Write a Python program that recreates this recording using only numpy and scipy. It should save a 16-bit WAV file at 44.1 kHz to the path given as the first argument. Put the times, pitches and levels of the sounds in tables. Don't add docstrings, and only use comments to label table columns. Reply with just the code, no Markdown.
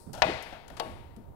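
import sys
import numpy as np
from scipy import signal
from scipy.fft import rfft, irfft, next_fast_len
from scipy.io import wavfile

SR = 44100
rng = np.random.default_rng(int(sys.argv[2]) if len(sys.argv) > 2 else 0)


def to_wav(sig):
    pcm = np.clip(np.atleast_2d(sig), -1, 1) * 32767
    pcm = np.round(pcm).astype(np.int16)
    wavfile.write(sys.argv[1], SR, pcm.T)


N = 59535

# (f/Hz, level per octave/dB)
LEFT_AIR_SPECTRUM = [(25, -71), (80, -68.5), (180, -63.5), (400, -58.5), (800, -59), (1400, -68),
                     (2800, -90.5), (5600, -88.5), (12000, -76.5), (16000, -75.5)]
RIGHT_AIR_SPECTRUM = [(25, -62), (80, -61.5), (180, -64), (400, -63.5), (800, -83.5), (1400, -82.5),
                      (2800, -84), (5600, -85.5), (12000, -78), (16000, -70.5)]
HISS_SPECTRUM = [(1000, -71), (3300, -74), (4600, -57), (6500, -64.5), (9000, -52), (15500, -68)]
# (f/Hz, relative level per octave/dB)
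RUMBLE_SPECTRUM = [(20, -19.5), (45, -4), (85, 2.5), (150, -5.5), (320, -18.5), (1000, -39), (4000, -69.5)]
# (t/s, gain/dB)
RUMBLE_ENVELOPE = [(0, -56), (.09, -55), (.2, -46.5), (.35, -53.5), (.46, -54.5), (.66, -60.5),
                   (.74, -49.5), (.8, -53.5), (.93, -45.5), (1.1, -51), (1.35, -48.5)]
# (f/Hz, gain/dB)
SHADOW_RESPONSE = [(150, -4), (350, -3.5), (700, -7.5), (1400, -13.5), (2800, -20), (5600, -26.5),
                   (12000, -34)]
# (t/s, level/dB, centre f/Hz, t60/s, left minus right/dB)
FRAME_THUDS = [(.062, -46, 166.4, 0.39, -21.5), (.09, -46, 232, 0.16, -18), (.252, -33, 248, 0.27, -2.5),
               (.286, -26.5, 360, 0.12, 0.5), (.311, -40, 225, 0.15, -9), (0.341, -40, 110.5, 0.14, -18),
               (.522, -49, 193, 0.22, 0), (.701, -46.5, 250, 0.3, 3), (0.855, -41.5, 258, 0.24, 8.5),
               (1.17, -45.5, 207, 0.31, 11)]
# (t/s, level/dB, t60/s, body under 3 kHz/dB, top over 10 kHz/dB,
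# tap passed to the door/dB, room/dB, lift of the right side/dB)
LATCH_TICKS = [(.1305, -42, 0.069, -12, 2, -42, -13, -2), (.138, -49, 0.078, -2, -6, -37.5, -26, 0),
               (.1494, -47, 0.053, -2, 1, -44.5, -11.5, 2), (.174, -54, 0.15, 8, -1, -37.5, -12, 5),
               (0.4243, -44, 0.037, -8, 7, -56, -17.5, 6), (.524, -60, 0.064, 3, -9, -38, -20, -2),
               (.6794, -48.5, 0.038, 6.5, 1, -49.5, -17, -14), (.7003, -53, 0.026, 20, 7, -45.5, -15, -13),
               (0.768, -47.5, 0.078, 12, -2, -43, -12, -8), (1.1628, -57.5, 0.033, 6, 6, -68.5, -17.5, 3.5)]
# (f/Hz, relative level per octave/dB)
TICK_SPECTRUM = [(200, -41), (1000, -6.5), (2500, -7.5), (5000, 3.5), (7000, 1), (11000, 0), (15500, -10.5)]
# (f/Hz, relative level per octave/dB, t60/s)
DOOR_TAP_BANDS = [(100, -19.5, 0.29), (403, -9, 0.076), (620, 5.5, 0.07), (865, -2.5, 0.59),
                  (1150, -17, 0.42), (1434, -3.5, 0.17), (2200, -18.5, 0.24), (3000, -10, 0.42),
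                  (8000, -29, 0.18)]
CLATTER_BANDS = [(100, -52.5, 0.18), (413, -36.5, 0.05), (600, -12, 0.047), (900, -19.5, 0.12),
                 (1250, -21, 0.17), (2120, -19, 0.055), (4300, -10, 0.026), (7100, -25.5, 0.017),
                 (15000, -45.5, .03)]
HALLWAY_BANDS = [(100, -56, 0.5), (383, -40, 0.94), (750, -27.5, 0.7), (1200, -34.5, 1.11),
                 (2200, -29, 0.94), (4400, -33.5, 0.91), (6800, -46, 0.64), (11000, -50, 1.1),
                 (15500, -61, 0.57)]
# (f/Hz, level struck at the latch/dB, level struck at the panel/dB, t60/s)
DOOR_MODES = [(330, -27.5, -5.5, 0.208), (464.5, -23.5, 0, 0.16), (512, -8, -17.5, 0.51),
              (570, 0, -8, 0.061), (615, 9.5, -12.5, 0.1), (639.6, -1.5, -5, 0.45), (711.5, 5, 3, 0.099),
              (786, 3.5, 2, 0.19), (842, 2.5, -1, 0.16), (901, -9, -9.5, 0.44), (926, -10, -31, 0.6),
              (1115, -17.5, -4, 0.45), (1622, -18, -18.5, 0.53), (1954, -7.5, -33, 0.39),
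              (2033, -11.5, -43.5, 0.85), (2536, -8, -49.5, 0.58), (2513, -8, -49, 0.58),
              (2870, -28, -14.5, 0.23), (3710, -14, -24, 0.38), (4480, -20.5, -16.5, 0.26),
              (4530, -27, -14, 0.07)]
# (f/Hz, gain/dB)
RADIATION_RESPONSE = [(100, -20.5), (280, -11), (430, -2), (600, -0.5)]
# (f/Hz, gain/dB)
CRACK_SPECTRUM = [(100, -25.5), (350, -10), (650, 17.5), (1400, 12), (2300, 13), (4500, -10.5), (8000, -12),
                  (16000, -45)]
# (t/s, level/dB, bass/dB, bite at 3-6 kHz/dB, top/dB, crack/dB, ring/dB, room/dB,
# place from 0 = latch to 1 = panel)
DOOR_KNOCKS = [(.22, 2.5, 2.5, 0, -0.5, 3, -6, -3, 0.06), (0.7974, -15, 7.5, 5, 19.5, -8, -4, -10, 1),
               (0.7995, -17, 10, -6.5, 5.5, 8.5, 6.5, 5, 0.82)]

HALL_BUILD_S, TICK_ROOM_T60_S = 0.028, 0.62
WHINE_HZ, WHINE_DB, WAVER_DB, WAVER_STEP_S = 925, -63, 3, 0.058
THUD_SLOPE_DB = 10
RING_LAG_S = 0.00011
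PANEL_DIP_DB = -4.5


def amp(db):
    return 10 ** (np.asarray(db) / 20)


def along(hz, points, column=1):
    rows = np.array(points, float)
    return np.interp(np.log(np.maximum(hz, 1)), np.log(rows[:, 0]), rows[:, column])


def colour(x, points):
    size = next_fast_len(N + N // 4, True) * 2
    gain = amp(along(np.fft.rfftfreq(size, 1 / SR), points))
    cepstrum = irfft(np.log(gain))
    cepstrum[1:size // 2] *= 2
    cepstrum[size // 2 + 1:] = 0
    return irfft(rfft(x, size) * np.exp(rfft(cepstrum)))[..., :N]


def pink(alike_hz=880):
    hz = np.maximum(np.fft.rfftfreq(N, 1 / SR), 20)
    left, other = rfft(rng.standard_normal((2, N)))
    alike = 1 / np.sqrt(1 + (hz / alike_hz) ** 2)
    right = alike * left + np.sqrt(1 - alike ** 2) * other
    return irfft(np.array([left, right]) * np.sqrt(SR / 2 / np.log(2) / hz), N)


def fade(t60, attack_s=0):
    t = np.arange(N) / SR
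    return np.exp(-np.log(1000) * t / t60) * (1 - np.exp(-t / attack_s) if attack_s else 1)


def delay(x, seconds):
    return np.pad(x, ((0, 0), (max(int(seconds * SR), 0), 0)))[:, :N]


def dense_modes(bands, attack_s):
    octave = np.log2(np.clip(np.fft.rfftfreq(N, 1 / SR), 64, 16384))
    noise, out = rfft(pink()), 0
    for centre in np.arange(6, 15):
        band = irfft(noise * np.maximum(1 - abs(octave - centre), 0), N)
        out = out + band * fade(along(2. ** centre, bands, column=2), attack_s)
    return colour(out, bands)


def shaded(x):
    return np.array([x[0], colour(x[1], SHADOW_RESPONSE)])


def background():
    t = np.arange(N) / SR
    air = np.array([colour(pink()[0], LEFT_AIR_SPECTRUM), colour(pink()[0], RIGHT_AIR_SPECTRUM)])
    knots = np.arange(0, t[-1] + WAVER_STEP_S, WAVER_STEP_S)
    waver = np.interp(t, knots, rng.standard_normal(N)[:len(knots)])
    whine = amp(WHINE_DB + WAVER_DB * waver) * np.sqrt(2) * np.sin(2 * np.pi * WHINE_HZ * t)
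    hiss = colour(pink(), HISS_SPECTRUM) * fade(t60=0.65)
    handling = amp(np.interp(t, *np.array(RUMBLE_ENVELOPE).T))
    rumble = colour(pink(alike_hz=25), RUMBLE_SPECTRUM) * handling * amp([[-8], [0]])
    return air + rumble + shaded(hiss + whine)


def thuds():
    out = 0
    for start, db, hz, t60, pan_db in FRAME_THUDS:
        spectrum = [(hz * 2. ** k, -THUD_SLOPE_DB * abs(k) ** 0.99) for k in range(-4, 5)]
        thud = colour(pink() * fade(t60, attack_s=0.0025), spectrum)
        out = out + delay(thud * amp([[db + pan_db / 2], [db - pan_db / 2]]), start)
    return out


def latch():
    out = 0
    for start, db, t60, body_db, top_db, tap_db, room_db, right_db in LATCH_TICKS:
        direct = pink() * fade(t60, attack_s=0.00067)
        reverberation = amp(room_db) * pink() * fade(TICK_ROOM_T60_S, HALL_BUILD_S)
        spectrum = [(hz, level + body_db * (hz < 3000) + top_db * (hz > 10000))
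                    for hz, level in TICK_SPECTRUM]
        tick = amp([[db], [db + right_db]]) * colour(direct + reverberation, spectrum)
        tap = amp(tap_db) * dense_modes(DOOR_TAP_BANDS, attack_s=0.0018)
        out = out + delay(tick + tap, start)
    return out


def panel_ring(place):
    t = np.arange(N) / SR - np.array([[0], [RING_LAG_S]])
    vibration = 0
    for k, (hz, latch_db, panel_db, t60) in enumerate(DOOR_MODES):
        weight = (-1) ** k * amp(latch_db + place * (panel_db - latch_db))
        vibration = vibration + weight * fade(t60, attack_s=0.00045) * np.sin(2 * np.pi * hz * t)
    return colour(amp(-19) * vibration, RADIATION_RESPONSE)


def knocks():
    impulse = np.zeros((2, N))
    impulse[:, 0] = -1
    crack, out = colour(impulse, CRACK_SPECTRUM), 0
    for start, db, bass_db, bite_db, top_db, crack_db, ring_db, room_db, place in DOOR_KNOCKS:
        clatter = dense_modes(CLATTER_BANDS, attack_s=0.00087)
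        reverberation = amp(room_db) * dense_modes(HALLWAY_BANDS, HALL_BUILD_S)
        tone = [(350, bass_db), (620, 0), (900, 0), (1600, place * PANEL_DIP_DB),
                (2800, bite_db), (6000, bite_db), (10000, top_db)]
        blow = colour(amp(crack_db) * crack + clatter + reverberation, tone)
        out = out + amp(db) * delay(blow + amp(ring_db) * panel_ring(place), start)
    return out


def scene():
    return shaded(knocks() + latch()) + thuds() + background()


def record(dry):
    lowpass = signal.ellip(10, .1, 80, 15700, fs=SR, output="sos")
    return signal.sosfilt(lowpass, np.clip(dry, -1, 1))


dry = scene()
out = record(dry)
to_wav(out)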